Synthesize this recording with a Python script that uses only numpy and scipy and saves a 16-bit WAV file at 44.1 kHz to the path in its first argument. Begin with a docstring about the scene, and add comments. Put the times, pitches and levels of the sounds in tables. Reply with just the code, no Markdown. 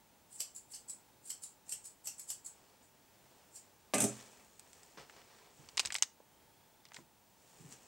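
"""Steel scissors scrape shut, click and slide open again as a groomer trims a dog's face in a small room.
Sliding friction and impact excite the blades' modes. The scissors are laid down on the resonant grooming
table with a clatter, a soft rushing tail and two faint tinks. Then a camera is handled and tilted, with
rubbing, rustling and bumps, and its plastic mount creaks by stick-slip, clacks and chirps. Under it all
are a faint fan and a thin electrical whine."""
import sys
import numpy as np
from scipy import signal
from scipy.fft import rfft, irfft, next_fast_len
from scipy.io import wavfile
from scipy.ndimage import map_coordinates

SR = 44100
rng = np.random.default_rng(int(sys.argv[2]) if len(sys.argv) > 2 else 0)


def transcribe(signal):
    """Save signal, clipped to [-1, 1], as a 16-bit WAV file at the path in sys.argv[1]."""
    frames = np.atleast_2d(signal).T
    limited = np.clip(frames, -1, 1)
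    pcm = np.round(limited * 32767).astype(np.int16)
    wavfile.write(sys.argv[1], SR, pcm)


N = 347067
AGE = np.arange(SR // 2) / SR  # time since the onset of one event, t/s

# resonances of the shut blades: f/Hz, gain/dB
SHUT_MODES = [(4400, -2), (5950, -5), (8350, -2.5), (9950, 1), (10500, -13), (11650, -6), (12850, 6.5)]
# spectrum of the dull rubbing and rushing noise: f/Hz, relative level/dB
RUB_SPECTRUM = [(100, -23), (200, -6), (340, -2.5), (470, 0), (620, -2), (1000, -3), (1400, -6),
                (2300, -7.5), (3500, -11), (5600, -9.5), (8000, -35), (14000, -40)]


def cuts():
    """Friction and impact: the blades shear shut with a broad click, then the tips overrun."""
    # t/s when shut, relative scrape level/dB, relative click level/dB, ring f/Hz, ring gain/dB
    snips = [(.404, -43, -31.5, 8160, -3), (.748, -45, -49, 8100, -4), (1.303, -45, -37, 7830, 1.5),
             (1.723, -42, -36.5, 8320, 8), (2.072, -46.5, -33.5, 7680, 2), (2.3028, -42.5, -34.5, 7470, 0),
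             (3.564, -52, -54, 6900, 5)]
    # spectra of the shearing and of the click: f/Hz, relative level/dB
    shear_spectrum = [(200, -38), (1500, -23), (2900, -25), (3800, -22.5), (4800, -7.5), (6300, -10.5),
                      (7300, -0.5), (8300, 0.5), (9000, -8), (11000, -15.5), (13000, -19), (15500, -24.5)]
    click_spectrum = [(200, -26), (600, -22.5), (1000, -25), (2300, -23), (2650, -14), (3020, -8.5),
                      (3700, -23.5), (4400, -16), (6050, -7.5), (6630, -11), (7700, 0), (8540, -16),
                      (9040, -10.5), (13200, -18), (15500, -19)]
    rows = []
    for t, scrape_db, click_db, ring_hz, ring_db in snips:
        rows.append((t, 0.015, scrape_db, click_db, ring_hz, ring_db))
        rows.append((t + 0.0135, 0.011, scrape_db - 4.5, scrape_db - 8.5, ring_hz, ring_db))  # overrun
    return amp(-0.5) * strokes(rows, shear_spectrum, click_spectrum, SHUT_MODES, rise_db=14.5,
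                               rough_db=2, click_t60=0.025, ring_width_hz=180, wet_db=0.5)


def openings():
    """Static friction gives way to sliding: the blades part with a thinner scrape and a light stop."""
    # t/s of the stop, swell time/s, relative scrape level/dB, relative click level/dB, ring f/Hz
    slides = [(.563, 0.012, -50, -52, 7350), (.897, 0.013, -48.5, -42.5, 7850),
              (1.436, 0.015, -48, -42, 7700), (1.856, 0.021, -48.5, -47.5, 7960),
              (2.195, .018, -52, -41, 8000), (2.462, .012, -47, -45.5, 7670), (2.841, .035, -69, -72, 6940)]
    # spectrum of the parting blades: f/Hz, relative level/dB
    spectrum = [(1500, -27.5), (3300, -27), (4600, -15.5), (6000, -20), (6900, -4.5), (8000, -6.5),
                (8800, -6), (9800, -14.5), (11500, -17), (13000, -28), (15500, -24)]
    # resonances of the open blades: f/Hz, gain/dB
    open_modes = [(5380, 4), (7920, 1.8), (9350, 4.5), (9900, 6.9), (11780, 3)]
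    rows, ring_db = [], 6.5
    for t, swell, scrape_db, click_db, ring_hz in slides:
        rows.append((t - 0.013, 0.0073, scrape_db - 6, scrape_db - 6, ring_hz, ring_db))  # coming loose
        rows.append((t, swell, scrape_db, click_db, ring_hz, ring_db))
        rows.append((t + 0.015, 0.015, scrape_db - 9, scrape_db - 9, ring_hz, ring_db))  # coasting on
    return amp(-1.1) * strokes(rows, spectrum, spectrum, open_modes, rise_db=22,
                               rough_db=3, click_t60=0.033, ring_width_hz=120, wet_db=1.5)


def bites():
    """Shear: just before they shut, the edges bite brightly into the hair, sometimes twice."""
    # edges meeting hair: t/s, swell time/s, level/dB
    contacts = [(.329, 0.021, -58), (0.361, 0.029, -53.5), (.722, 0.02, -53), (1.26, 0.019, -56),
                (1.283, 0.021, -49), (1.695, 0.0066, -44.5), (2.058, 0.01, -46), (2.293, 0.011, -45),
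                (3.558, 0.026, -55)]
    # spectrum of a bite: f/Hz, relative level/dB
    spectrum = [(300, -41), (3500, -22), (5000, -15), (6300, -16), (7400, 2), (8400, -2.5), (9200, -8),
                (12000, -19), (15500, -23)]
    ring_hz, ring_db = 8140, -8
    rows = [(t, swell, db, db - 1.5, ring_hz, ring_db) for t, swell, db in contacts]
    return strokes(rows, spectrum, spectrum, SHUT_MODES, rise_db=14,
                   rough_db=2, click_t60=0.022, ring_width_hz=180, wet_db=0.5)


def strokes(rows, scrape_spectrum, click_spectrum, modes,
            rise_db, rough_db, click_t60, ring_width_hz, wet_db):
    """Forced vibration: edge scrapes on edge ever faster, then stops with a click; both ring the steel."""
    track = np.zeros((2, N))
    for t, swell, scrape_db, click_db, ring_hz, ring_db in rows:
        lead = 2 * swell  # from the soft onset to the stop
        swells_left = np.maximum(lead - AGE, 0) / swell
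        braking = np.exp(-np.maximum(AGE - lead, 0) / 0.0037)
        scrape = amp(scrape_db - rise_db * swells_left ** 0.74) * braking * grit(rough_db)
        click = amp(click_db) * np.roll(burst(click_t60), round(lead * SR))
        drive = colour(scrape, scrape_spectrum) + colour(click, click_spectrum)
        contact_mode = (ring_hz, ring_db)  # depends on where the edges touch
        add(track, t - lead, room(resonate(drive, [*modes, contact_mode], ring_width_hz), wet_db))
    return track


def ping():
    """Free vibration: blades hardly damped by hair ring on after a snip."""
    # the ringing snip: t/s, level/dB
    snips = [(0.737, -49)]
    # modes of the free blades: f/Hz, relative level/dB, T60/s
    blade_modes = [(4710, -4, 0.23), (4850, -3, .14), (5210, 3, 0.17), (2980, -9, .1)]
    track = np.zeros((2, N))
    for t, db in snips:
        add(track, t, room(amp(db) * ring(blade_modes, scatter_db=1), wet_db=-10))
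    return track


def lay_down():
    """Impact excites modes: as the scissors land, the table booms and raps and the steel jingles."""
    # modes of the table top, the handles and the loose scissors: f/Hz, relative level/dB, T60/s
    table_modes = [(123, -8.5, .36), (160, -16, .14), (213, 2.5, .32), (262, -4, .48), (295, -2, .2),
                   (404, -3.5, .24), (435, -10, .14), (569, -4, .14), (620, -9, .1), (676, -6, .13),
                   (780, -15, .18), (880, -14, .13)]
    handle_modes = [(1209, -6.5, 0.12), (1560, -8.5, 0.16), (2048, 0, 0.068), (2450, -3, .08),
                    (2612, -1, 0.1)]
    steel_modes = [(5970, -14, 0.21), (6270, -16.5, 0.19), (7320, -4, .17), (7460, -10, .062),
                   (7960, -8, .089), (8030, 5, .12), (8330, -6, 0.12), (8860, -14, .14), (11200, -2, .06),
                   (10700, -2, .06)]
    # contact noise of the table and of the steel: f/Hz, relative level/dB
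    rap_spectrum = [(60, -48), (300, -17), (620, 1), (950, -10), (1250, -7), (1550, -10.5), (2080, -5.5),
                    (2650, -5.5), (3200, -13.5), (5000, -14), (9000, -38)]
    clink_spectrum = [(2000, -15.5), (4800, -15.5), (6200, -3), (7400, -0.5), (8500, 1.5), (9300, -4.5),
                      (11000, -13), (13000, -14), (15500, -27)]
    radiation = signal.butter(4, 100, "high", fs=SR)  # a small panel sheds little deep bass
    track = np.zeros((2, N))
    for t, thud_db, rap_db, steel_db in bounces(count=3):
        thud = amp(thud_db - 8.5) * signal.lfilter(*radiation, ring(table_modes, scatter_db=2))
        rap = amp(rap_db) * colour(fade(0.034) * grit(3), rap_spectrum)
        clank = amp(rap_db - 10.5) * ring(handle_modes, scatter_db=-3.5)
        jingle = amp(-7.5) * ring(steel_modes, scatter_db=4)
        clink = colour(fade(0.041) * grit(0.66), clink_spectrum)
        clatter = rap + clank + amp(steel_db) * (jingle + clink)
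        add(track, t, pair(thud, -0.45 * thud) + room(clatter, wet_db=-2))
    return track


def bounces(count):
    """Inelastic rebound: flights tend to shorten; rap and jingle weaken while the thud holds up."""
    # rings and tips landing: t/s, then relative level/dB of thud, rap and steel
    landings = [(3.937, -33.5, -29.5, -42), (3.941, -30, -33, -28.5), (3.982, -34.5, -35.5, -33.5),
                (4.0035, -33.5, -40, -25), (4.020, -28.5, -43, -31), (4.040, -30, -48, -27.5),
                (4.083, -39.5, -60, -53), (4.395, -63.5, -58, -71)]
    flight_s, shrink, spread = 0.0105, 0.85, 0.12
    for t, thud_db, rap_db, steel_db in landings:
        for k, chance in enumerate(rng.standard_normal(count)):
            yield t, thud_db + 0.5 * k, rap_db - 11.5 * k, steel_db - 10 * k
            t += flight_s * shrink ** k * np.exp(spread * chance)


def tinks_and_snaps():
    """Impulsive excitation: the scissors tink on the table, then the plastic mount sticks and slips."""
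    # spectrum common to tinks and snaps: f/Hz, relative level/dB
    spectrum = [(100, 3), (330, 11.5), (1000, 11.5), (2100, 5.5), (3800, 3), (5000, 1), (6800, 1.5),
                (8200, 5), (9300, -3.5), (12000, -10), (15500, -10)]
    # hollow resonances: f/Hz, gain/dB
    modes = [(1050, -9), (2100, -2), (2950, -31), (4970, -4), (6790, -26)]
    track = np.zeros((2, N))
    for t, db, pitch_hz in impulses():
        envelope = (fade(0.0057) + amp(-15.5) * fade(0.045)) * attack(0.00056)
        drive = envelope * rng.standard_normal(len(AGE))
        shudder = signal.lfilter(*signal.iirpeak(pitch_hz, 1.7, SR), drive)  # each favours its own band
        click = resonate(colour(shudder, spectrum), modes, width_hz=400)
        click *= np.linalg.norm(drive) / np.linalg.norm(click)
        add(track, t, room(amp(db + 6) * click, wet_db=-21))
    return track


def impulses():
    """Settling and stick-slip: tinks and snaps repeat once, softly; the strained mount slips unevenly."""
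    # two faint high tinks of the scissors on the table, then snaps of mount and shell:
    # t/s, relative level/dB, f/Hz
    clicks = [(4.595, -44, 10800), (4.731, -49, 7750), (4.832, -51, 8000), (5.097, -47.5, 2260),
              (5.688, -43.5, 4550), (5.7719, -29, 5500), (5.777, -22.5, 3880), (5.7945, -19, 5200),
              (5.799, -22, 5800), (5.8508, -32, 3620), (5.857, -27.5, 7140), (5.872, -34.5, 5000),
              (5.9038, -32.5, 2370), (5.9226, -28.5, 5630), (5.9434, -30, 9100), (5.952, -25.5, 3530),
              (5.9616, -30.5, 6060), (5.9838, -37, 5870), (6.0235, -19, 6700), (6.0314, -29, 4800),
              (6.202, -50, 580), (6.853, -48, 4000), (6.886, -55.5, 5200), (6.9185, -47, 2090),
              (6.944, -42.5, 5500), (6.9642, -44.5, 4200), (6.967, -43, 2030), (6.987, -50, 600)]
    # spells of strain: start t/s, end t/s, relative level/dB
    strains = [(5.1, 5.42, -65), (6.858, 6.996, -56.5)]
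    gap_s, scatter_db, slip_hz = 0.035, 4.5, 3400
    for t, db, pitch_hz in clicks:
        yield t, db, pitch_hz
        yield t + 0.0086, db - 17.5, pitch_hz
    for start, end, db in strains:
        for t in np.arange(start, end, gap_s):
            onset = t + gap_s * rng.random() / 2
            slip_db = db + scatter_db * rng.standard_normal()
            yield onset, slip_db, slip_hz * 2 ** rng.uniform(-0.76, 1)


def catch():
    """Hard impact on heavily damped modes: the mount locks with a brief clack."""
    # the mount locking: t/s, level/dB
    locks = [(6.0234, -12.5)]
    # modes of the catch: f/Hz, relative level/dB, T60/s
    catch_modes = [(2940, -12.5, .015), (6500, -1.5, 0.0097)]
    track = np.zeros((2, N))
    for t, db in locks:
        clack = amp(db) * attack(0.00061) * ring(catch_modes, scatter_db=1)
        add(track, t, room(clack, wet_db=-25))
    return track


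def bumps():
    """Soft impact excites mainly low frequencies: the hand knocks on the camera, which rumbles."""
    # t/s, knock level/dB, rumble level/dB
    touches = [(4.974, -63, -76), (5.58, -59.5, -67), (5.668, -81, -66), (5.848, -60, -60.5),
               (6.979, -57.5, -80), (7.595, -57.5, -80), (7.643, -55, -76), (7.715, -59, -80)]
    # spectra of knock and rumble: f/Hz, relative level/dB
    knock_spectrum = [(25, -24), (70, -18), (140, 12.5), (210, 0), (350, -1), (700, -34), (2000, -59)]
    rumble_spectrum = [(20, -15), (45, 0), (85, 6), (200, -32), (600, -65)]
    track = np.zeros((2, N))
    for t, knock_db, rumble_db in touches:
        knock = amp(knock_db) * colour(attack(0.00098) * burst(0.28), knock_spectrum)
        rumble = amp(rumble_db) * colour(attack(0.0053) * burst(0.31), rumble_spectrum)
        add(track, t, room(knock + rumble, wet_db=-6))
    return track


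def rush_and_rustle():
    """Noise swells add in power: rubbing, rustling and a soft rushing tail dying away after the clatter."""
    # faint rustles, the tail (4.137 and 4.38 s), then rubbing and rustling:
    # peak t/s, duration/s, relative dull level/dB, bright level/dB
    swells = [(1.674, .03, -78, -65), (2.606, 0.23, -67, -75.5), (3.4, 0.66, -69.5, -76.5),
              (4.137, 0.15, -54, -58.5), (4.38, 0.21, -67.5, -69.5), (4.78, 0.35, -64.5, -69),
              (5.004, 0.028, -54.5, -67), (5.148, 0.15, -59, -71), (5.337, 0.15, -59.5, -70.5),
              (5.623, 0.2, -63.5, -69), (5.84, 0.024, -50.5, -61), (6.964, 0.035, -59.5, -63.5),
              (7.632, 0.37, -64, -66.5), (7.722, 0.03, -70, -57)]
    # spectrum of the bright noise: f/Hz, relative level/dB
    bright_spectrum = [(2500, -9), (4500, -9), (7500, 1), (8700, -3), (10000, -12.5), (15000, -21)]
    t, duration, dull_db, bright_db = np.transpose(swells)[:, :, None]
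    since = np.arange(N) / SR - t
    ramp_s = duration * np.where(since < 0, 0.45, 0.84)  # the rise is quicker than the fall
    power = np.exp(-(since / ramp_s) ** 2)
    envelope = lambda db: np.sqrt(np.sum(amp(db) ** 2 * power, 0))
    flutter = amp(1.8 * wobble(45, N))
    hollow = resonate(colour(grit(2.7, N), RUB_SPECTRUM), [(467, -1)], width_hz=83)
    dull = envelope(dull_db - 6) * flutter * hollow
    bright = envelope(bright_db) * colour(grit(3.3, N), bright_spectrum)
    return room(dull + bright, wet_db=-8)


def scuffs():
    """Stick-slip of skin: it catches on the shell, lets go at once and scrapes to a halt."""
    # t/s, level/dB, T60/s
    releases = [(4.973, -50.5, 0.23), (5.164, -53, .03), (5.183, -62, 0.032)]
    track = np.zeros((2, N))
    for t, db, t60 in releases:
        add(track, t, room(amp(db) * colour(fade(t60) * grit(2), RUB_SPECTRUM), wet_db=-8))
    return track


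def squeak():
    """Amplitude modulation: the tilting mount chirps faintly, a pulsing tone that slowly rises."""
    # start and end of the glide: t/s, f/Hz
    glide = [(6.33, 3140), (6.85, 3570)]
    times, hz = np.transpose(glide)
    t = np.arange(N) / SR
    pulse_hz = 30
    pulses = np.maximum(np.sin(2 * np.pi * pulse_hz * t), 0) * (t > times[0]) * (t < times[-1])
    pitch = np.interp(t, times, hz) * (1 + 0.0121 * wobble(200, N))
    return amp(-77.5) * pulses * unit(np.sin(2 * np.pi * np.cumsum(pitch) / SR))


def background():
    """Broadband and narrowband sources: a distant fan, and an electrical whine with its sizzle."""
    # fan and microphone hiss: f/Hz, relative level/dB
    fan_spectrum = [(20, -18.5), (50, -3.5), (110, 0.5), (250, -1.5), (450, -4), (760, -4), (880, 1),
                    (1060, -8.5), (2000, -11.5), (4500, -14), (8000, -14.5), (11000, -18), (16000, -21)]
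    drift = amp(-67.5 + 0.47 * wobble(3.28, N))
    fan = drift * pair(*colour(rng.standard_normal((2, N)), fan_spectrum))
    whine = amp(-77) * np.sin(2 * np.pi * 15625 * np.arange(N) / SR)
    sizzle = amp(-79.5) * unit(signal.lfilter(*signal.iirpeak(14550, 32, SR), rng.standard_normal(N)))
    return fan + whine + sizzle


def room(x, wet_db):
    """Reverberation: a sound gets a diffuse stereo tail and a quick scatter off nearby surfaces."""
    # reverberation time of the small room: f/Hz, T60/s
    decay_times = [(150, 0.13), (1000, 0.31), (4000, 0.25), (8000, 0.23), (14000, 0.14)]
    hz, t, spectra = signal.stft(rng.standard_normal((2, len(AGE))), SR, nperseg=256)
    decay = np.exp(-np.log(1000) * t / along(decay_times, hz)[:, None])
    tails = signal.istft(spectra * decay, SR, nperseg=256)[1][:, :len(AGE)]
    tails = amp(wet_db) * tails / np.linalg.norm(tails[0])
    scatter = burst(0.0058)
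    tails[1] += scatter / np.linalg.norm(scatter)
    mid, side = signal.fftconvolve(x[None], tails, axes=1)[:, :len(x)]
    return pair(x + mid, side)


def ring(modes, scatter_db):
    """Modal superposition: the point of contact gives each damped mode a new strength and sign."""
    hz, db, t60 = np.transpose(modes)[:, :, None]
    gain = amp(db + scatter_db * rng.standard_normal(db.shape))
    gain *= np.sign(rng.standard_normal(db.shape))
    return np.sum(gain * fade(t60) * np.sin(2 * np.pi * hz * AGE), 0) / np.sqrt(np.sum(gain ** 2) / 2)


def resonate(x, modes, width_hz):
    """Resonance: a sound plus the narrow modes (f/Hz, gain/dB) that it drives."""
    return x + sum(amp(db) * signal.lfilter(*signal.iirpeak(hz, hz / width_hz, SR), x)
                   for hz, db in modes)


def colour(x, spectrum):
    """Minimum-phase filtering at unit energy with a spectrum of (f/Hz, level/dB) points."""
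    size = 2 * next_fast_len(x.shape[-1] // 2 + len(AGE) // 2)
    hz = np.fft.rfftfreq(size, 1 / SR)
    cepstrum = irfft(np.log(unit(amp(along(spectrum, hz)))))
    cepstrum[1:size // 2] *= 2  # folding onto positive time makes the filter causal
    cepstrum[size // 2 + 1:] = 0
    return irfft(rfft(x, size) * np.exp(rfft(cepstrum)), size)[..., :x.shape[-1]]


def grit(rough_db, size=len(AGE)):
    """Roughness: noise modulated into clumps of about a millisecond."""
    return unit(rng.standard_normal(size) * amp(rough_db * wobble(700, size)))


def wobble(rate, size):
    """Smooth random fluctuation with rate knots a second."""
    knots = rng.standard_normal(int(size * rate / SR) + 4)
    return map_coordinates(knots, [np.arange(size) * rate / SR])


def burst(t60):
    """Exponentially damped white noise."""
    return fade(t60) * rng.standard_normal(len(AGE))


def fade(t60):
    """Exponential decay by 60 dB in t60 seconds."""
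    return np.exp(-np.log(1000) * AGE / t60)


def attack(tau_s):
    """First-order rise with time constant tau_s."""
    return 1 - np.exp(-AGE / tau_s)


def along(points, hz):
    """Interpolation of (f/Hz, value) points on a logarithmic frequency axis."""
    f, values = np.transpose(points)
    return np.interp(np.log(hz + 1), np.log(f + 1), values)


def amp(db):
    """Amplitude ratio of a level in dB."""
    return 10 ** (np.asarray(db) / 20)


def unit(x):
    """Normalisation to unit RMS."""
    return x / np.sqrt(np.mean(x ** 2) + 1e-20)


def pair(mid, side):
    """Left and right as sum and difference of mid and side."""
    return np.array([mid + side, mid - side])


def add(track, t, x):
    """Superposition of an event on the track at t seconds."""
    start = round(t * SR)
    track[:, start:start + x.shape[-1]] += x[..., :N - start]


def scene():
    """Linear superposition of all the sources."""
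    scissors = cuts() + openings() + bites() + ping() + lay_down()
    small_noises = tinks_and_snaps() + bumps() + catch() + rush_and_rustle() + scuffs() + squeak()
    return scissors + small_noises + background()


def record(dry):
    """Coherence: two close capsules hear much the same, so the image narrows; the top is band-limited."""
    # stereo width: f/Hz, side level relative to mid/dB
    width = [(40, 0.5), (140, -10.5), (280, -9), (500, -13), (1000, -14), (2000, -19), (3000, -25.5),
             (3900, -35), (6200, -8), (8000, -12), (10500, -15.5), (14000, -26)]
    # bass imbalance of the capsules: f/Hz, left level relative to right/dB
    imbalance = [(40, 2), (130, -2.5), (280, -0.5), (550, 0)]
    top_hz = 15900
    size = next_fast_len(N + SR // 2)
    hz = np.fft.rfftfreq(size, 1 / SR)
    left, right = rfft(dry, size) * (hz < top_hz)
    narrow = pair((left + right) / 2, amp(along(width, hz)) * (left - right) / 2)
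    balance = amp(pair(0, along(imbalance, hz) / 2))
    return irfft(narrow * balance, size)[:, :N]


dry = scene()
out = record(dry)
transcribe(out)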